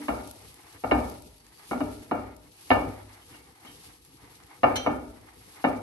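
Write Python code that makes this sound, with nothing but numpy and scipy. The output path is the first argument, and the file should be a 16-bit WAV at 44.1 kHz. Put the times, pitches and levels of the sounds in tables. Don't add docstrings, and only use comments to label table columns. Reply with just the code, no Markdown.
import sys
import numpy as np
from scipy import signal
from scipy.fft import rfft, irfft, next_fast_len
from scipy.io import wavfile

SR = 44100
rng = np.random.default_rng(int(sys.argv[2]) if len(sys.argv) > 2 else 0)


def wav_record(signal):
    frames = np.transpose(np.atleast_2d(signal))
    bounded = np.clip(frames, -1, 1)
    quanta = np.round(bounded * 32767).astype(np.int16)
    wavfile.write(sys.argv[1], SR, quanta)


def ratio_of_db(decibels):
    return 10 ** (np.asarray(decibels, float) / 20)


N = 256662


def rms_one(x):
    return x / np.sqrt(np.mean(x ** 2) + 1e-20)


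def at_hz(points, hz):
    points = np.array(points)
    return np.interp(np.log(hz + 1), np.log(points[:, 0] + 1), points[:, 1])


def coloured(x, spectrum):
    hz = np.arange(N // 2 + 1) * SR / N
    return rms_one(irfft(rfft(x) * ratio_of_db(at_hz(spectrum, hz)), N))


def drift(rate_hz):
    r = np.exp(-80 * np.pi * rate_hz / SR)
    white = rng.standard_normal(N // 40 + 2002)
    slow = signal.lfilter([1], [1, -2 * r, r * r], white)[2000:]
    return np.interp(np.arange(N) / 40, np.arange(len(slow)), rms_one(slow))


def ring(clicks, hz, t60):
    r, w = ratio_of_db(-60 / (t60 * SR)), 2 * np.pi * hz / SR
    return signal.lfilter([0, np.sin(w)], [1, -2 * r * np.cos(w), r * r], clicks + 1e-18)


def dying(energy, t60):
    return signal.lfilter([1], [1, -ratio_of_db(-120 / (t60 * SR))], energy)


def strike(at, heights):
    clicks = np.zeros(N)
    np.add.at(clicks, at.ravel(), heights.ravel())
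    return clicks


def half_octaves():
    edges = 40 * 2 ** np.arange(0, 8.6, .5)
    return [(np.sqrt(low * high), signal.butter(2, [low, high], "band", fs=SR, output="sos"))
            for low, high in zip(edges, edges[1:])]


# (time [s], stirring of the shreds [relative dB], pressure on the bowl [relative dB])
TOSSING = [(0.0, -54.5, -52), (.31, -58, -64), (.52, -62.5, -56.5), (.82, -62.5, -58.5), (1.06, -55.5, -63),
           (1.2, -63.5, -71.5), (1.4, -67, -61.5), (1.62, -63, -56), (1.7, -56.5, -56), (1.95, -60, -55.5),
           (2.25, -69.5, -58), (2.46, -68, -65.5), (2.66, -56, -57), (3.0, -65, -49.5), (3.25, -64, -56),
           (3.35, -59.5, -49), (3.45, -64.5, -61.5), (3.55, -66.5, -58), (3.7, -59, -55.5),
           (3.89, -59, -55.5), (4.0, -68, -68), (4.15, -62.5, -63.5), (4.3, -65, -56.5), (4.55, -64, -57),
           (5.0, -66, -67.5), (5.28, -66.5, -55), (5.56, -59, -57), (5.82, -65.5, -54)]


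def tossing():
    s, stir_db, press_db = np.transpose(TOSSING)
    t = np.arange(N) / SR
    press_db = np.interp(t, s, press_db)
    return np.interp(t, s, stir_db), press_db - press_db.mean()


# (peak level against the knock [dB], time to swell [s])
HEAP_SETTLING = [(-41, 0.062), (-33, 0.046), (-24.5, 0.052)]


def heap_gain(steady_db, layer):
    level_db, swell_s = HEAP_SETTLING[layer]
    s, _, knock_db = np.transpose(KNOCKS)[:3]
    r = np.exp(-1 / (swell_s * SR))
    shaken = strike((s * SR).astype(int), ratio_of_db(2 * (knock_db + level_db))) + 1e-18
    loose = signal.lfilter([np.e * (1 - r)], [1, -2 * r, r * r], shaken)
    return np.sqrt(ratio_of_db(2 * steady_db) + loose)


# (frequency [Hz], relative density [dB per Hz])
RUMBLE_COLOUR = [(18, -43), (30, -29), (49, -1.5), (81, -1), (150, -3.5), (214, -11), (294, -5),
                 (395, -11.5), (500, -6), (650, -45), (1100, -120)]


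def rumble(swing_db):
    unsteady = rng.standard_normal((2, N)) * ratio_of_db(4.5 * drift(8))
    return heap_gain(-59.5 + 0.38 * swing_db, layer=2) * coloured(unsteady, RUMBLE_COLOUR)


def shreds(median_per_s, spread_db, smooth, flutter_db):
    sizes = ratio_of_db(spread_db * np.minimum(rng.exponential(1, (2, N)), 5)) * rng.choice([-1, 1], (2, N))
    born = rng.random(N) < median_per_s * ratio_of_db(5 * drift(20)) / SR
    grains = rms_one(sizes * born) + smooth * rng.standard_normal((2, N))
    return grains * ratio_of_db(flutter_db * (drift(12.3) + drift(9.6)))


# (frequency [Hz], relative density [dB per Hz])
SHUFFLE_COLOUR = [(180, -45.5), (300, -2.5), (541, -19), (795, -3), (1100, -9), (1210, -6.5), (1430, -13),
                  (2150, -8.5), (2580, -18), (4500, -26.5), (5850, -50), (9900, -120)]


def shuffle(swing_db):
    grains = shreds(median_per_s=540, spread_db=2.0, smooth=2.0, flutter_db=2.5)
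    return heap_gain(-58.5 + 1.05 * swing_db, layer=1) * coloured(grains, SHUFFLE_COLOUR)


# (frequency [Hz], relative density [dB per Hz])
RUSTLE_COLOUR = [(1470, -33.5), (2500, -2), (2910, -2), (3300, -3.5), (4440, -1.5), (7200, -7.5),
                 (9110, -2.5), (10000, -1), (11300, -3), (13100, -24)]


def rustle(stir_db):
    grains = shreds(median_per_s=1800, spread_db=0.5, smooth=0.91, flutter_db=0.78)
    return heap_gain(stir_db + 5.5, layer=0) * coloured(grains, RUSTLE_COLOUR)


# (time [s], length [s], start frequency [Hz], rise [Hz per s], level before the room [dB])
FINGER_SLIPS = [(1.355, 0.16, 4540, 1200, -75), (1.526, .08, 4540, 2980, -70), (1.615, .05, 4640, 500, -74)]


def squeak(wobble_hz):
    t, out = np.arange(N) / SR, 0
    wobble, flutter = wobble_hz * drift(38), ratio_of_db(3 * drift(30))
    for s, length, hz, rise, level_db in FINGER_SLIPS:
        since = np.clip(t - s, 0, length)
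        swell = np.sqrt(np.abs(np.sin(np.pi * since / length)))
        cycles = np.cumsum(hz + rise * since + wobble) / SR
        out = out + ratio_of_db(level_db) * swell * np.sin(2 * np.pi * cycles)
    return np.sqrt(2) * flutter * out


# (time [s], peak before the microphones [dB], centre frequency [Hz])
SHRED_SNAPS = [(0.274, -32, 8890), (0.312, -26.5, 11300), (0.5423, -36, 11500), (1.098, -29.5, 11200),
               (1.222, -37, 8460), (1.2974, -46, 8930), (1.4666, -41, 3480), (2.365, -36.5, 11400),
               (3.2858, -65, 11100), (3.7344, -58, 4790), (4.049, -39, 11600), (4.4357, -42, 4630),
               (5.1227, -54, 10900)]


def snaps(decay_s, width):
    out, t = np.zeros((2, N)), np.arange(600) / SR
    for s, peak_db, hz in SHRED_SNAPS:
        edges = [hz / width, min(hz * width, .45 * SR)]
        band = signal.butter(1, edges, "band", fs=SR, output="sos")
        crack = signal.sosfilt(band, rng.standard_normal((2, 600)) * np.exp(-t / decay_s))
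        start = round(s * SR)
        out[:, start:start + 600] += ratio_of_db(peak_db) * crack / np.abs(crack).max()
    return out


def contacts(times, spread_s, count):
    draw = rng.random((len(times), 2, count))
    order = np.arange(count)
    lag = spread_s * (order + draw[:, 0] * (order > 0)) / count
    at = np.minimum((np.array(times)[:, None] + lag) * SR, N - 1).astype(int)
    return at, (.5 + draw[:, 1]) * 0.85 ** order / np.sqrt(count)


CLINK_S, CLINK_DB = 4.758, -20.5
# (frequency [Hz], relative level [dB], t60 [s])
RIM_MODES = [(1717, -7.5, 0.056), (2330, -5, 0.11), (2680, -15.5, .05), (2940, -5, 0.049), (3136, -1, 0.09),
             (3634, -3.5, 0.06), (4000, -17.5, .1), (4120, -2.5, 0.049), (4736, -13.5, 0.078),
             (5400, -19, 0.027), (5700, -23.5, 0.1), (5920, -11.5, 0.26), (6218, -18.5, .08),
             (6400, -9.5, 0.062), (7520, -24.5, 0.036), (9260, -20, 0.037), (10900, -13, 0.037)]
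# (time [s], level before the room [dB], frequency of the modes stirred most [Hz])
BOWL_TAPS = [(2.664, -56, 3390), (3.215, -46.5, 2970), (3.312, -36, 2270), (3.67, -39, 3000),
             (4.249, -55, 2300), (4.34, -43.5, 2250), (5.301, -51, 2320), (5.534, -59, 2280)]


def rim(burst_s, crack_db, narrow_db):
    times, levels_db, centres_hz = np.transpose([(CLINK_S, CLINK_DB, 1)] + BOWL_TAPS)
    at, touch = contacts(times, spread_s=burst_s, count=7)
    touch = touch * rng.choice([-1, 1], touch.shape)
    soft = np.arange(len(times)) > 0
    crack = signal.butter(1, [1800, 6000], "band", fs=SR, output="sos")
    out = signal.sosfilt(crack, strike(at[0], touch[0] * ratio_of_db(CLINK_DB + crack_db)))
    first = np.where(np.arange(7) > 0, .2, 1)
    for hz, mode_db, t60 in RIM_MODES:
        octaves_off = abs(np.log2(hz / centres_hz))
        stirred_db = levels_db + mode_db - narrow_db * soft * octaves_off
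        out += ring(strike(at, touch * first * ratio_of_db(stirred_db)[:, None]), hz, t60)
    return out


# (frequency [Hz], t60 [s])
ROOM_TAIL = [(50, 1), (130, 0.56), (350, 0.66), (920, 0.47), (2430, 0.4), (6000, 0.28), (11000, .1)]


def kitchen(x, early_db, early_t60, late_db):
    t, size = np.arange(SR) / SR, next_fast_len(N + SR)
    white, reply = rng.standard_normal((2, 2, SR)), 0
    for k, (hz, band) in enumerate(half_octaves()):
        late = ratio_of_db(late_db - 60 * t / at_hz(ROOM_TAIL, hz))
        early = ratio_of_db(early_db - 60 * t / early_t60)
        reply = reply + signal.sosfilt(band, white[k % 2]) * (late + early) * (t > .002)
    reply[0, 0] += 1.2
    return irfft(rfft(x, size) * rfft(reply, size), size)[:, :N]


# (time of first touch [s], time until the full weight lands [s],
# relative level [dB], extra boom before its share [dB], extra sharpness before its share [dB])
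KNOCKS = [(0.0, 0.0047, -58.5, 15.5, 8), (.083, 0.0063, -25, 1, 2), (.838, 0.0045, -29, 0, -2),
          (.912, .0066, -18, 0.5, 5), (1.712, 0.019, -30.5, 3.5, -2), (1.805, 0.0069, -33, 5.5, 2.5),
          (2.112, 0.0055, -25.5, 1.2, 1), (2.704, 0.0098, -17, 0, 7.5), (3.342, 0.0047, -63.5, 3.5, 15),
          (3.648, .006, -61, 5.5, 11), (4.633, 0.0073, -14.5, -2.5, 3), (4.863, 0.0067, -23, 2.5, 2),
          (5.641, 0.0064, -20.5, 0.7, 3.5)]
# (frequency [Hz], level [dB], share of the boom [-], share of the sharpness [-])
KNOCK_REACH = [(90.4, -12, 1.1, 0), (302, -5, 1.37, 0.24), (610, 1.33, 0.014, 0.14), (1100, 0.6, 0, 0.41),
               (2020, -10.5, 0, 1.54), (2900, -8.5, 0.098, 1.7), (5000, -5.5, 0.16, 1.5)]
# (frequency [Hz], relative level [dB], t60 [s])
BODY_MODES = [(61.6, -5, 0.8), (82.9, -18, 0.16), (100.6, -1, 0.97), (154, -10, 0.4), (235, -3, 0.057),
              (259.8, -0.5, 0.38), (297.7, 1, 0.44), (474.5, -6.5, 0.039), (608, -6, 0.12),
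              (690, -0.5, 0.03), (757, -14, 0.093), (963, -0.5, 0.033), (1221, -3.5, 0.27),
              (1408.5, -1, 0.018), (1764, -6.5, 0.26), (2203, 4.5, 0.11), (2300, -2, 0.031),
              (2826, -3.5, 0.13), (2761, 0, 0.094), (2899, -3, 0.12), (3610, -23.5, 0.16),
              (3760, -17.5, 0.098), (4160, -18.5, 0.04), (4880, -22.5, 0.021)]
# (frequency [Hz], relative level [dB])
CONTACT_COLOUR = [(40, -35.5), (60, -28), (200, -5.5), (280, 0.5), (385, -3), (500, -4), (800, 2),
                  (1400, -12.5), (2300, -6), (3200, -16), (4500, -37.5), (7000, -36.5)]


def knock_strength(rows, hz):
    reach = np.array(KNOCK_REACH)
    stirred = [[at_hz(reach[:, [0, k]], hz)] for k in range(1, 4)]
    dull_db = 3.5 * max(np.log2(hz / 700), 0)
    return rows[:, 2:3] - np.array([0, 1, 1]) * dull_db + np.c_[np.ones(len(rows)), rows[:, 3:]] @ stirred


def knocks(mode_db, contact_db, bounce_s, early_db, early_t60, late_db, held_db, held_hz):
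    rows = np.array(KNOCKS)
    draw = rng.random((len(rows), 2))
    landed = rows[:, 0] + rows[:, 1]
    at = (np.c_[rows[:, 0], landed, landed + bounce_s * (.3 + draw[:, 0])] * SR).astype(int)
    first_db = -4.5 - .5 * np.maximum(rows[:, 2] + 22, -8) + 510 * np.minimum(rows[:, 1] - .006, .006)
    touch = np.c_[ratio_of_db(first_db), np.ones(len(rows)), .12 + .2 * draw[:, 1]]
    out, f = np.zeros((2, N)), np.arange(N // 2 + 1) * SR / N
    power = ratio_of_db(2 * at_hz(CONTACT_COLOUR, f))
    for hz, level_db, t60 in BODY_MODES:
        vary_db = rng.normal(0, 2.5, (len(rows), 1))
        heights = touch * ratio_of_db(knock_strength(rows, hz) + level_db + mode_db + vary_db)
        blows = strike(at, heights) * rng.choice([-1, 1])
        out[0] += ring(blows, hz, t60)
        if hz < 350:
            out[0] -= ring(blows, hz, min(22 / hz, 0.46 * t60))
        off = (f - hz) / (held_hz + 1.31 / t60)
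        power += ratio_of_db(2 * (level_db + held_db)) / (1 + off ** 2) ** 2
    echoes = irfft(rfft(rng.standard_normal((2, N))) * np.sqrt(power), N)
    for hz, band in half_octaves()[:16]:
        blows = strike(at, touch * ratio_of_db(knock_strength(rows, hz))) + 1e-18
        out[0] += signal.sosfilt(band, blows) * ratio_of_db(at_hz(CONTACT_COLOUR, hz) + contact_db) * SR / hz
        early = ratio_of_db(2 * early_db) * dying(blows ** 2, early_t60)
        late = ratio_of_db(2 * late_db) * dying(blows ** 2, at_hz(ROOM_TAIL, hz))
        build = np.exp(-hz / 1.5 / SR)
        energy = signal.lfilter([1 - build], [1, -build], early + late)
        out += signal.sosfilt(band, echoes) * np.sqrt(energy * SR / hz)
    return signal.sosfilt(signal.butter(4, 6500, fs=SR, output="sos"), out)


def scene():
    stir_db, swing_db = tossing()
    heap = rustle(stir_db) + shuffle(swing_db) + rumble(swing_db)
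    foot = knocks(mode_db=-7.0, contact_db=3, bounce_s=.006, early_db=6, early_t60=0.037,
                  late_db=-4.5, held_db=10, held_hz=4.9)
    bowl = rim(burst_s=.013, crack_db=15.5, narrow_db=28.5) + squeak(wobble_hz=25.0)
    bowl = kitchen(bowl, early_db=-19.0, early_t60=0.047, late_db=-28.5)
    return heap + foot + bowl + snaps(decay_s=0.0021, width=2.1)


# (frequency [Hz], likeness [0-1])
LIKENESS = [(60, 0.97), (300, 0.77), (600, 0.14), (1500, 0.32), (3000, 0.27), (5000, 0), (8000, 0.02),
            (8800, 0.14)]
# (frequency [Hz], likeness [0-1])
PORT_LIKENESS = [(9700, .995), (10500, .995), (11300, .87), (12100, .97)]
# (frequency [Hz], lead of the left [cycles])
LEFT_LEADS = [(0, 0), (1200, .03), (2240, .38), (4300, 1.0), (8600, 2.0), (9750, 1.52), (10450, 1.48),
              (11800, 1.0)]
# (frequency [Hz], level difference [dB])
LEFT_LOUDER = [(100, 0), (400, 2.5), (1200, 1.5), (2200, -2.5), (3500, -2), (6000, 7), (8000, -0.5),
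               (8800, 1.5)]
# (frequency [Hz], gain [dB])
PORT_COLOUR = [(9000, -0.5), (11300, 4.5), (12100, 0.5), (12700, -24.5), (13300, -45.5)]


def microphones(dry):
    size = next_fast_len(N + 4096)
    hz = np.arange(size // 2 + 1) * SR / size
    alike = np.clip(at_hz(LIKENESS + PORT_LIKENESS, hz), 0, 1)
    shares = np.sqrt([(1 + alike) / 2, (1 - alike) / 2])
    mid, side = rfft(dry, size) * ratio_of_db(at_hz(PORT_COLOUR, hz)) * shares
    lead = np.interp(hz, *np.transpose(LEFT_LEADS))
    half = ratio_of_db(at_hz(LEFT_LOUDER, hz) / 2) * np.exp(1j * np.pi * lead)
    return irfft([(mid + side) * half, (mid - side) / half], size)[:, :N]


def top_cut(x):
    return signal.sosfilt(signal.butter(12, 13210, fs=SR, output="sos"), x)


def record(dry):
    ports = microphones(dry)
    ports = signal.sosfilt(signal.butter(6, 47, "high", fs=SR, output="sos"), ports)
    mix = 1.3 * np.tanh(ports / 1.3)
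    return top_cut(mix)


dry = scene()
out = record(dry)
wav_record(out)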